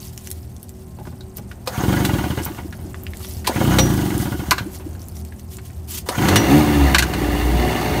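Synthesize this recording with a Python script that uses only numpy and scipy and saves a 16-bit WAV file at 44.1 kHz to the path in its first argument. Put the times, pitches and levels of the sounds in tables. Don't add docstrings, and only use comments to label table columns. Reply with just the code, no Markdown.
import sys
import numpy as np
from scipy import signal
from scipy.fft import rfft, irfft
from scipy.io import wavfile

SR = 44100
rng = np.random.default_rng(int(sys.argv[2]) if len(sys.argv) > 2 else 0)


def store_wav(level_fs):
    pcm = np.round(np.clip(np.atleast_2d(level_fs), -1, 1) * 32767)
    wavfile.write(sys.argv[1], SR, pcm.T.astype(np.int16))


N = 352800
TIME = np.arange(N) / SR


def from_db(db):
    return np.exp(np.asarray(db) * (np.log(10) / 20))


def rms_one(x):
    return x / np.sqrt(np.mean(x ** 2) + 1e-20)


def in_time(rows):
    time_s, *columns = np.transpose(rows)
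    return [np.interp(TIME, time_s, column) for column in columns]


def during(rows, fade_s=0.067):
    first_s, last_s = rows[0][0], rows[-1][0]
    return np.interp(TIME, [first_s - fade_s, first_s, last_s, last_s + fade_s], [0, 1, 1, 0])


def drift(knots_per_s):
    knots = rng.standard_normal(4096)
    return rms_one(np.interp(TIME * knots_per_s, np.arange(len(knots)), knots))


def crackle(per_s, spread_db):
    count = round(per_s * N / SR)
    clicks = np.zeros(N)
    sizes = from_db(spread_db * np.minimum(rng.exponential(size=count), 3))
    clicks[rng.integers(0, N, size=count)] = rng.choice([-1, 1], count) * sizes
    return rms_one(clicks)


def colour(x, spectrum, tilt_db=0):
    size = 4096
    octave = np.log2(np.maximum(np.fft.rfftfreq(size, 1 / SR), 1))
    hz, db = np.transpose(spectrum)
    tilt = tilt_db * np.clip(octave, np.log2(hz[0]), np.log2(hz[-1]))
    gain = rms_one(from_db(np.interp(octave, np.log2(hz), db) + tilt))
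    cepstrum = irfft(np.log(gain + 1e-9), size)
    cepstrum[1:size // 2] *= 2
    cepstrum[size // 2 + 1:] = 0
    impulse = irfft(np.exp(rfft(cepstrum)), size)
    return signal.oaconvolve(x, impulse)[:len(x)]


def resonate(x, modes):
    out, power = 0, 0
    for k, (hz, width_hz, db) in enumerate(modes):
        r = np.exp(-np.pi * width_hz / SR)
        gain = from_db(db) * (1 - r * r) / 2
        poles = [1, -2 * r * np.cos(2 * np.pi * hz / SR), r * r]
        out = out + (-1) ** k * signal.lfilter([gain, 0, -gain], poles, x + 1e-18)
        power += gain * from_db(db)
    return out / np.sqrt(power)


PANEL_WAVER_DB, PANEL_WAVERS_PER_S = 3, 85


def shaken(x, modes):
    weights = rms_one(np.array([from_db(db) * np.sqrt(width_hz) for _, width_hz, db in modes]))
    weights = weights / np.sqrt(len(modes))
    out = 0
    for k, (weight, (hz, width_hz, _)) in enumerate(zip(weights, modes)):
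        waver = rms_one(from_db(PANEL_WAVER_DB * drift(PANEL_WAVERS_PER_S)))
        out = out + (-1) ** k * weight * resonate(x * waver, [(hz, width_hz, 0)])
    return out


# t/s, speed/(turns/s)
PULL_1 = [(1.74, 11.33), (1.85, 21.3), (1.96, 26.14), (2.15, 20.25), (2.35, 13.4), (2.55, 7.28),
          (2.7, 4.06), (2.92, 4.65)]
PULL_2 = [(3.53, 14.98), (3.63, 28.39), (3.76, 33.34), (3.95, 26.06), (4.15, 20.81), (4.35, 13.49),
          (4.55, 7.9), (4.7, 4.52), (4.92, 4.77)]
PULL_3 = [(6.155, 18), (6.3, 42.8), (6.45, 62.5), (6.574, 75.9), (6.592, 77.1), (6.668, 73.8),
          (6.734, 73.4), (6.8, 71.5), (6.876, 68), (6.966, 66.1), (7.086, 61.6), (7.16, 60), (7.308, 58.5),
          (7.7, 61.6), (8, 60.6)]
PULLS = [PULL_1, PULL_2, PULL_3]


def crank():
    turns = np.zeros(N)
    for pull in PULLS:
        time_s, speed = np.transpose(pull)
        start = round(time_s[0] * SR)
        turns[start:] = np.cumsum(np.interp(TIME[start:], time_s, speed, right=0)) / SR
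    return turns


def strokes(turns, angle, rough, play_s=0):
    at = np.flatnonzero(np.diff(np.floor(turns - angle)) > 0)
    size, late = rng.standard_normal((2, 512))[:, :len(at)]
    clicks = np.zeros(N)
    index = np.clip(at + np.round(play_s * SR * late).astype(int), 0, N - 1)
    clicks[index] = np.exp(rough * size) / np.sqrt(turns[at + 1] - turns[at])
    return clicks


def gate(turns, angle, depth):
    return np.exp(depth * np.cos(2 * np.pi * (turns - angle))) / np.sqrt(np.i0(2 * depth))


# t/s, level/dB
COMBUSTION = [(6.3, -9.5), (6.46, -14), (6.52, -9), (6.585, -11.5), (6.65, -17), (6.8, -17), (6.92, -16.5),
              (6.98, -29), (7.2, -22), (7.38, -19), (8.0, -18)]
STEADY_COMBUSTION_DB = -20


def combustion_db():
    return in_time(COMBUSTION)[0] - STEADY_COMBUSTION_DB


CRANKING_TURNS_PER_S, RUNNING_TURNS_PER_S = 26, 60
STALL_TURNS_PER_S, CHOKED_TURNS_PER_S = 7.3, 49
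EXHAUST_LAW = dict(cranked_db=-16, running_db=-13.5, doubling_db=8.5, follows=0.25)
INTAKE_LAW = dict(cranked_db=-20, running_db=-20, doubling_db=7.5, follows=0.4)
RATTLE_LAW = dict(cranked_db=-30.5, running_db=-26, doubling_db=3.5, follows=0.64)
FAN_LAW = dict(cranked_db=-29.5, running_db=-32.5, doubling_db=6.5, follows=0.52)


def loudness(fired, cranked_db, running_db, doubling_db, follows):
    speed = sum(in_time(pull)[0] * during(pull) for pull in PULLS) + 1e-6
    cold_speed = np.minimum(speed, CHOKED_TURNS_PER_S)
    cold_db = cranked_db + doubling_db * np.log2(cold_speed / CRANKING_TURNS_PER_S)
    hot_db = running_db + doubling_db * np.log2(speed / RUNNING_TURNS_PER_S) + follows * combustion_db()
    stall = np.minimum(speed / STALL_TURNS_PER_S, 1) ** 2
    return from_db((1 - fired) * cold_db + fired * hot_db) * stall


CHUFF_ANGLE_TURNS, CHUFF_RISE_S, CHUFF_FALL_S, CHUFF_UNEVEN_DB = 0.44, 0.004, 0.021, 1.8


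def chuffs(turns):
    t = TIME[:SR // 5]
    puff = 2 * (1 - np.exp(-t / CHUFF_RISE_S)) * np.exp(-t / CHUFF_FALL_S)
    opens = np.flatnonzero(np.diff(np.floor(turns - CHUFF_ANGLE_TURNS)) > 0)
    strengths = from_db(CHUFF_UNEVEN_DB * rng.standard_normal(512))
    out = np.zeros(N + len(t))
    for start, strength in zip(opens, strengths):
        out[start:start + len(t)] += strength * puff
    return out[:N]


# f/Hz, width/Hz, relative level/dB
MUFFLER = [(54.3, 15, -2), (121.5, 77, 2.5), (170, 28, 2.5), (188.8, 18.5, 2), (285, 210, -14)]
AIRBOX = [(302.5, 52, -1.8), (340, 34.6, -1.3), (374, 7.5, -1.8)]
FIRED_PIPE = [(92, 58, -0.5), (157.4, 20, 8), (222.5, 20, 5), (268, 53, 2), (340.6, 26.4, 9.5),
              (387, 21, -59), (743, 69, -0.5)]
SHROUD = [(560, 90, -9), (735, 60, -1), (780, 60, 0), (915, 110, -5), (1080, 140, -9), (1260, 120, -8),
          (1560, 120, -11), (1765, 70, -3), (2060, 170, -5), (2230, 120, -10), (2760, 110, -6),
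          (2900, 130, -10), (3540, 130, -13), (4450, 250, -16)]
PORT = [(540, 70, -3), (720, 70, -1), (840, 70, 0), (950, 70, 0), (1200, 130, -7), (1460, 80, -1),
        (1640, 90, -5), (1980, 130, -7), (2170, 130, -7), (2840, 130, -9), (3130, 170, -9)]
# f/Hz, relative level/dB
RATTLE = [(250, -23.5), (430, -3), (472, -14), (567, -4), (648, -14), (741, -7), (1090, -11.5), (2090, -19),
          (2570, -15.5), (2810, -28), (3320, -25.5), (4560, -23), (5000, -36), (6500, -23.5), (11000, -120)]
FAN = [(1760, -35), (3000, -2), (3310, -3), (4540, -6.5), (7670, -8), (9200, -5), (10000, -9), (12600, -7),
       (13500, -3), (14900, -10.5), (16000, 0)]
# t/s, level/dB
RATTLE_SWELL = [(1.75, -7), (1.95, 3), (2.4, 5), (3.55, -8), (3.82, -6.5), (3.97, -3.5), (4.4, 0.5),
                (6.2, 0), (6.45, 0), (6.9, 0.5), (7.2, 0), (7.5, -1.5), (7.75, 1), (8, 1)]
# t/s, level/dB
LAST_GULPS = [(2.647, -24.5), (2.848, -31.5), (4.659, -26.5), (4.860, -25.5)]
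# crank angle/turns, relative level/dB
CONTACTS = [(0.49, -9.5), (0.78, 3), (0.9, -20), (1, 6), (0.22, 6.5)]
CONTACT_PLAY_S, CHATTER_PER_S = 0.00016, 1100
ROPE_HISS_DB = -9


def engine(turns, fired):
    cold = 1 - fired
    exhaust, intake = loudness(fired, **EXHAUST_LAW), loudness(fired, **INTAKE_LAW)
    rattle = loudness(fired, **RATTLE_LAW) * from_db(in_time(RATTLE_SWELL)[0])
    rattle = np.hypot(rattle, draws())
    fan = np.hypot(loudness(fired, **FAN_LAW), from_db(ROPE_HISS_DB) * draws())
    exhaust_noise, intake_noise, rattle_noise, fan_noise = rng.standard_normal((4, N))

    port_open = gate(turns, 0.62, depth=1.4)
    intake_open = gate(turns, 0.92, depth=1.5)
    clicks_level = cold + 0.2 * fired
    puffs = strokes(turns, angle=0.5, rough=0.17) * clicks_level
    puffs = puffs + exhaust_noise * port_open * (0.15 * cold + 0.24 * fired)
    gulps = strokes(turns, angle=0.84, rough=0.1) * clicks_level
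    gulps = gulps + intake_noise * intake_open * (0.18 * cold + 0.22 * fired)
    rocking = sum(from_db(db) * np.exp(-((TIME - s) / 0.00073) ** 2) for s, db in LAST_GULPS)
    breath = from_db(2.0) * resonate(puffs * exhaust, MUFFLER)
    breath = breath + from_db(1.0) * resonate(gulps * intake + rocking, AIRBOX)
    out = signal.sosfilt(signal.butter(2, 520, fs=SR, output="sos"), breath)

    bangs = 0.6 * strokes(turns, angle=0.45, rough=0.45) + 0.9 * intake_noise * port_open
    out += from_db(-4.5) * resonate(bangs * fired * intake, FIRED_PIPE)

    slaps = sum(from_db(db) * strokes(turns, angle, rough=0.31, play_s=CONTACT_PLAY_S)
                for angle, db in CONTACTS)
    slaps = slaps * (0.25 * cold + fired)
    chuff = cold * chuffs(turns)
    scrape = chuff + fired * gate(turns, 0.63, depth=0.35)
    panels = crackle(CHATTER_PER_S, spread_db=0.5)
    shaking = 0.28 * slaps + 0.59 * fired * panels * scrape
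    out += from_db(-3.5) * shaken(shaking * rattle, SHROUD)
    out += from_db(-0.5) * shaken(panels * chuff * rattle, PORT)
    out += from_db(-4.5) * colour(rattle_noise * scrape * rattle, RATTLE)
    fan_hiss = fan_noise * gate(turns, 0.5, depth=0.23) + 0.12 * slaps
    return out + colour(fan_hiss * fan, FAN)


# t/s, relative level/dB
BOOM = [(6.3, -38), (6.5, -31), (6.574, -19), (6.65, -29), (6.824, -15), (7.138, -34.5), (7.33, -22.5),
        (7.54, -17.5), (7.68, -25.5), (8.0, -31)]
BOOM_DB = 4.5
# multiple of crank speed, relative level/dB racing, labouring, settled
HARMONICS = [(2, 3.5, 1, -5), (3, 0, -7, 1), (4, 1.5, -11, 8), (5, -6.5, 2, -18), (6, -4, -4, 2),
             (7, -5, -1, -1), (8, -4.5, -2, 0), (9, -5.5, -7, -13), (10, -3, -9.5, -3), (11, -8, -12, -8),
             (12, -6, 2, 1), (13, -8, 4.5, 0)]
HARMONICS_DB, HARMONICS_FOLLOW = -29.5, 1.1
# f/Hz, gain/dB
PIPE = [(85, 3), (102, 4), (122, -2), (152, 2), (185, -2), (225, 0), (250, -4), (275, 3.5), (298, 7),
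        (325, 4), (345, -3), (372, 4), (425, -3), (480, -12.5), (545, -1.5), (610, -1.5), (680, -10),
        (770, -6), (900, -9)]
LABOURING_FROM_S, LABOURING_TO_S = 6.92, 7.9
SETTLING_FROM_S, SETTLING_TO_S = 7.42, 7.62


def exhaust_note(turns, fired):
    speed, = in_time(PULL_3)
    level_db = HARMONICS_DB + HARMONICS_FOLLOW * combustion_db()
    slowed = np.interp(TIME, [LABOURING_FROM_S, LABOURING_TO_S], [0, 1])
    steadied = np.interp(TIME, [SETTLING_FROM_S, SETTLING_TO_S], [0, 1])
    orders = [(0.99, from_db(BOOM_DB + in_time(BOOM)[0]))]
    for k, racing_db, labouring_db, settled_db in HARMONICS:
        balance = (1 - slowed) * from_db(racing_db)
        balance = balance + (slowed - steadied) * from_db(labouring_db)
        balance = balance + steadied * from_db(settled_db)
        pipe_db = np.interp(k * speed, *np.transpose(PIPE))
        orders.append((k, balance * from_db(level_db + pipe_db)))
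    out = 0
    for k, gain in orders:
        waver = 1 + 0.22 * drift(22)
        out = out + gain * waver * np.sin(2 * np.pi * (k * turns + rng.random()))
    return fired * out


# t/s, level/dB
POPS = [(7.039, -29), (7.098, -26), (7.164, -25), (7.219, -22), (7.287, -22.5), (7.334, -22), (7.454, -26),
        (7.753, -26)]
# f/Hz, width/Hz, relative level/dB
POP_RING = [(90, 32, -3), (145, 40, -3), (200, 48, 0.5), (386, 79, 5), (786, 180, -13)]
POP_WIDTH_S = 0.0006


def stumble():
    pulses = sum(from_db(db) * np.exp(-((TIME - s) / POP_WIDTH_S) ** 2) for s, db in POPS)
    return resonate(-pulses, POP_RING)


def blows(rows, spectrum, level_db, t60, crack, ring, ring_width_hz, rise=0.00036, modes=None, ringing=0):
    out, t = np.zeros(N + SR), TIME[:SR // 5]
    envelope = 0.97 * (1 - np.exp(-t / rise)) * from_db(-60 * t / t60) + crack * np.exp(-t / 0.00079)
    for s, peak_db, hz, tilt_db in rows:
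        chatter = rng.standard_normal(len(t)) * envelope
        hit = colour(chatter, spectrum, tilt_db) + ring * resonate(chatter, [(hz, ring_width_hz, 0)])
        if modes:
            hit = hit + ringing * resonate(chatter, modes)
        start = round(s * SR)
        out[start:start + len(t)] += from_db(peak_db + level_db) * hit
    return out[:N]


# t/s, relative level/dB, ring f/Hz, tilt/(dB/octave)
PAWLS = [(1.674, -18, 500, 2.5), (3.473, -12.5, 850, 3.5), (3.493, -18, 520, -2.5), (6.088, -15, 980, 2)]
SNAPS = [(1.836, -9.5, 890, -11), (2.049, -8, 1500, 3), (3.612, -4, 595, -13), (3.785, -2, 650, 0.4),
         (3.791, -4, 886, 0), (6.285, -4.5, 544, 0.5), (6.358, 2, 2850, 1)]
CLACKS = [(4.509, -1.5, 2270, 5.5), (4.513, -1, 1020, -5), (4.581, -10, 1580, 0), (6.946, 3.5, 1590, 1),
          (6.983, -1.5, 2090, 6), (6.991, -4.5, 2750, 3.5), (7.024, -6, 1550, 4), (7.136, -12.5, 2790, 0.5)]
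# f/Hz, relative level/dB
PAWL_COLOUR = [(150, -30), (250, 4.5), (955, -10), (1820, -17), (2490, -14), (3400, -19), (4260, -14),
               (7190, -26), (8700, -18.5), (9830, -28.5), (13900, -29), (16000, -36)]
SNAP_COLOUR = [(290, -15), (500, 0), (1670, -2.5), (2130, -0.5), (2570, -7.5), (3920, -3), (5160, -12.5),
               (5880, -10), (9360, -15), (13600, -17.5), (16000, -22)]
CLACK_COLOUR = [(350, -20), (600, -9.5), (1050, -3), (1310, -2), (1550, 11), (1850, -10.5), (2830, -3),
                (3210, -12.5), (4340, -4), (4780, -13.5), (8740, -19.5), (10500, -27), (11800, -20),
                (16000, -38)]
# f/Hz, width/Hz, relative level/dB
HOUSING = [(1025, 45, 4), (1520, 55, 6), (2045, 80, -2), (2250, 70, -1), (2355, 70, 1), (2750, 80, -1),
           (2960, 70, -4), (4200, 200, -6)]
# t/s, level/dB
PULLEY_RING = [(3.788, -21), (6.359, -25.5)]
# f/Hz, relative level/dB, t60/s
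CUP = [(536, 2, 0.26), (711, 0, 0.18), (2800, -8, .27), (5820, 5, 0.25)]


def starter():
    pawls = blows(PAWLS, PAWL_COLOUR, level_db=3.5, t60=0.046, crack=0.65,
                  ring=0.39, ring_width_hz=47, rise=0.0017)
    snaps = blows(SNAPS, SNAP_COLOUR, level_db=-7.5, t60=0.069, crack=0.15,
                  ring=0.36, ring_width_hz=110, rise=0.00035)
    clacks = blows(CLACKS, CLACK_COLOUR, level_db=-6.0, t60=0.06, crack=0.23,
                   ring=0.55, ring_width_hz=94, modes=HOUSING, ringing=0.34)
    cup = 0
    for s, db in PULLEY_RING:
        for hz, mode_db, t60 in CUP:
            decay_db = -60 * np.minimum(abs(TIME - s) / t60, 2)
            ring = np.sin(2 * np.pi * hz * (TIME - s))
            cup = cup + (TIME > s) * from_db(db + mode_db + decay_db) * ring
    return pawls + snaps + clacks + cup


# t/s, length/s, drag level/dB
DRAWS = [(1.658, 0.29, -29.5), (3.446, 0.32, -26), (6.059, 0.33, -26)]
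DRAW_ATTACK_S, DRAW_RELEASE_S = 0.0064, 0.026


def draws():
    out = 0
    for s, length_s, db in DRAWS:
        corners_s = [s, s + DRAW_ATTACK_S, s + length_s, s + length_s + DRAW_RELEASE_S]
        out = out + from_db(db) * np.interp(TIME, corners_s, [0, 1, 1, 0])
    return out


# f/Hz, width/Hz, relative level/dB
RECOIL = [(766, 200, 13), (1560, 590, 5.5), (6520, 490, -1.5)]
REEL_DB, REEL_DRAW_DB, REEL_FLUTTER_DB = -5.5, -12, 4


def reel(fired):
    winding = loudness(fired, **FAN_LAW) * np.interp(TIME, [6.4, 6.9], [1, 0])
    winding = from_db(REEL_DB) * winding + from_db(REEL_DRAW_DB) * draws()
    flutter = from_db(REEL_FLUTTER_DB * drift(64))
    return resonate(rng.standard_normal(N) * winding * flutter, RECOIL)


ZIP_START_HZ, ZIP_RISE_HZ_PER_S = 910, 13000
ZIP_PEAK_S, ZIP_WIDTH_S, ZIP_DB = 0.1, 0.05, -9


def rope():
    braid = drift(500)
    out = 0
    for s, _, db in DRAWS:
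        t = np.maximum(TIME - s, 0)
        swell = np.exp(-((t - ZIP_PEAK_S) / ZIP_WIDTH_S) ** 2) * (t > 0)
        cycles = (ZIP_START_HZ + ZIP_RISE_HZ_PER_S * t / 2) * t
        out = out + from_db(db + ZIP_DB) * swell * np.sin(2 * np.pi * cycles)
    return braid * out


CLUNK_START_HZ, CLUNK_END_HZ, CLUNK_FALL_S = 1200, 470, 0.02
CLUNK_DECAY_S, CLUNK_DB = 0.03, -5


def clunks():
    out = 0
    for s, db, _, _ in PAWLS:
        t = np.maximum(TIME - s, 0)
        glide = (CLUNK_START_HZ - CLUNK_END_HZ) * CLUNK_FALL_S * (1 - np.exp(-t / CLUNK_FALL_S))
        decay = np.exp(-np.minimum(t / CLUNK_DECAY_S, 20))
        out = out + from_db(db + CLUNK_DB) * decay * np.sin(2 * np.pi * (CLUNK_END_HZ * t + glide))
    return out * (0.35 + 0.85 * drift(350))


def brighter_when_higher(rows, neutral_hz, lean_db):
    return [(s, db, hz, lean_db * np.log2(hz / neutral_hz)) for s, db, hz in rows]


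# t/s, relative level/dB, ring f/Hz
KNOCKS = [(0.987, -37, 864), (1.053, -34, 940), (1.071, -31, 940), (1.127, -41, 950), (1.207, -32, 3840),
          (1.384, -33, 703), (1.513, -28, 1670), (2.572, -33, 930), (2.726, -24.5, 1620),
          (3.204, -32, 1250), (3.445, -22, 1900), (4.805, -40, 2650), (4.95, -38, 1490), (5.322, -35, 1690),
          (5.585, -28, 1760), (5.701, -38, 1860)]
TICKS = [(0.177, -17.5, 6740), (0.2727, -17.5, 5730), (0.304, -19, 11500), (0.3136, -8, 9800),
         (0.565, -29, 6530), (0.6297, -23.5, 12000), (0.693, -25, 8000), (1.3701, -16, 15300),
         (2.4528, -10, 14400), (3.0353, -23, 13800), (3.1707, -21, 8150), (3.247, -21.5, 3130),
         (4.1795, -14, 9930), (5.0847, -23.5, 11100), (5.168, -26, 6000), (5.25, -26, 7600),
         (5.396, -29.5, 5970), (5.569, -23, 8300), (5.9093, -16, 14250), (5.987, -18, 9250)]
# t/s, relative level/dB, ring f/Hz, tilt/(dB/octave)
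CLICKS = [(1.073, -33, 1700, -15), (1.516, -29, 3280, 10), (2.944, -20.5, 900, -4), (3.067, -20, 2360, 3),
          (3.135, -21.5, 1790, -1), (3.463, -17, 3470, -2), (3.47, -10.5, 3800, 8)]
# f/Hz, relative level/dB
CLICK_COLOUR = [(400, -8), (1000, -6), (2000, 3), (3000, -1), (4500, -4), (6500, -18), (16000, -33)]
RUSTLE_COLOUR = [(530, -33), (900, -3.5), (1790, -4), (1950, 0), (2470, 0), (3150, 3.5), (3470, 2),
                 (11800, 2.5), (15100, 3), (16000, -12.5)]
# peak t/s, nominal length/s, relative level/dB
SCUFFS = [(0.02, 0.13, -39), (0.208, 0.45, -44.5), (1.378, 0.032, -36), (2.441, 0.038, -26),
          (3.287, 0.26, -36), (4.221, 0.074, -30), (4.758, 0.066, -34.5), (5.024, 0.045, -40),
          (5.186, 0.062, -40.5), (5.541, 0.061, -39.5), (5.661, 0.024, -40), (5.951, 0.11, -24.5)]
GRAIN_SPREAD_DB, GRAINS_PER_S = 3.5, 17
FRICTION_FLICKER_DB = 3
RUSTLE_REST_DB, RUSTLE_DRAW_DB, RUSTLE_FADE_DB_PER_S = -49.5, -43.5, 10


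def handling():
    knocks = blows(brighter_when_higher(KNOCKS, neutral_hz=2400, lean_db=3.5), CLACK_COLOUR,
                   level_db=-11.5, t60=0.05, crack=0.7, ring=1.6, ring_width_hz=300)
    clicks = blows(CLICKS, CLICK_COLOUR, level_db=-12, t60=0.018, crack=1.2, ring=0.4, ring_width_hz=700)
    ticks = blows(brighter_when_higher(TICKS, neutral_hz=6900, lean_db=8.0), RUSTLE_COLOUR,
                  level_db=-14.0, t60=0.016, crack=1.83, ring=1.0, ring_width_hz=1600, rise=0.0019)
    pitches_hz = np.linspace(4500, 15000, 18)
    grains = rms_one(sum(resonate(crackle(GRAINS_PER_S, GRAIN_SPREAD_DB), [(hz, hz / 12, 0)])
                         for hz in pitches_hz))
    hiss = colour(rng.standard_normal(N), RUSTLE_COLOUR) * from_db(FRICTION_FLICKER_DB * drift(60))
    rustle = 0.68 * grains + 0.66 * hiss
    friction = 0.65 * grains + 0.7 * hiss
    moving = from_db(RUSTLE_REST_DB + 0.5 * drift(7.6))
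    for s, _, _ in DRAWS:
        flare_db = RUSTLE_DRAW_DB - RUSTLE_FADE_DB_PER_S * abs(TIME - s)
        moving = moving + (TIME > s) * from_db(flare_db)
    scuffing = 0
    for s, length_s, db in SCUFFS:
        corners_s = [s - 0.73 * length_s, s, s + 0.66 * length_s]
        scuffing = scuffing + from_db(db) * np.interp(TIME, corners_s, [0, 1, 0])
    return knocks + clicks + ticks + from_db(-4.5) * (rustle * moving + friction * scuffing)


# t/s, relative level/dB
THUDS = [(0.987, -32), (1.007, -33), (1.068, -31.5), (1.125, -34), (1.207, -43.5), (1.39, -31),
         (2.585, -37)]
# f/Hz, width/Hz, relative level/dB
DECK = [(96, 45, 0), (162, 19, 7), (240, 19, 0), (350, 43, -3), (605, 49, -10.5), (832, 48, -7)]


def deck():
    swells = sum(from_db(db) * np.exp(-((TIME - s - 0.004) / 0.0096) ** 2) for s, db in THUDS)
    return from_db(4.0) * resonate(swells * rng.standard_normal(N), DECK)


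# delay/s, gain
ECHOES = [(.0011, 0.055), (.0039, -0.21), (.0062, 0.16), (.0094, -.18), (0.0141, 0.18)]
TREES_T60_S = 0.3


def clearing(x, wet_db=-21):
    treble = signal.sosfilt(signal.butter(2, 900, "high", fs=SR, output="sos"), x)
    near = x - 0.025 * treble
    for delay_s, gain in ECHOES:
        lag = round(delay_s * SR)
        near[lag:] += gain * treble[:-lag]
    t = TIME[:SR // 2]
    dull_noise = signal.lfilter([1], [1, -0.6], rng.standard_normal(len(t)))
    tail = dull_noise * from_db(-60 * t / TREES_T60_S) * (t > 0.008)
    tail = tail / np.linalg.norm(tail)
    return near + from_db(wet_db) * signal.oaconvolve(x, tail)[:N]


# f/Hz, relative level/dB
AIR = [(18, -69), (30, -11), (48, -13), (80, 4), (140, -17), (206, -10.5), (265, -18.5), (382, -19.5),
       (404, -24), (445, -27.5), (735, -25.5), (962, -33), (1020, -35.5), (1960, -42), (3000, -47.5),
       (3900, -100), (6600, -120)]
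# t/s, relative level/dB
AIR_SWELL = [(0, -2.5), (.9, -3.5), (1.4, -1.5), (3, 2), (4.8, 2.5), (5.5, -2.5), (6, -0.5)]
# f/Hz, width/Hz, relative level/dB
INSECTS = [(8400, 150, 0)]
# f/Hz, level/dB before waver
HUM = [(79, -42), (119, -45), (160, -49), (201, -48.5), (239, -54), (376, -51), (1060, -66)]
AIR_DB, INSECTS_DB = -33, -64.5


def surroundings():
    white = rng.standard_normal(N)
    air = from_db(AIR_DB + in_time(AIR_SWELL)[0]) * colour(white, AIR)
    insects = from_db(INSECTS_DB) * resonate(white, INSECTS)
    wander_s = 0.00029 * drift(2.8)
    hum = 0
    for hz, db in HUM:
        waver = 1 + 0.58 * drift(9.8)
        hum = hum + from_db(db) * waver * np.sqrt(2) * np.sin(2 * np.pi * hz * (TIME + wander_s))
    return air + insects + hum


IGNITION_FROM_S, IGNITION_TO_S = 6.22, 6.34
CRANK_WANDER_TURNS = 0.005


def scene():
    fired = np.interp(TIME, [IGNITION_FROM_S, IGNITION_TO_S], [0, 1])
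    turns = crank() + CRANK_WANDER_TURNS * fired * drift(30)
    running = engine(turns, fired) + exhaust_note(turns, fired) + stumble()
    starting = starter() + reel(fired) + rope() + clunks()
    nearby = running + starting + handling() + deck()
    return (clearing(nearby) + surroundings())[None]


CUTOFF_HZ = 15600


def record(dry):
    x = signal.sosfilt(signal.butter(2, 36, "high", fs=SR, output="sos"), dry)
    rounded = 1.248 * np.tanh(x / 1.352)
    return signal.sosfilt(signal.ellip(10, 0.2, 70, CUTOFF_HZ, fs=SR, output="sos"), rounded)


dry = scene()
out = record(dry)
store_wav(out)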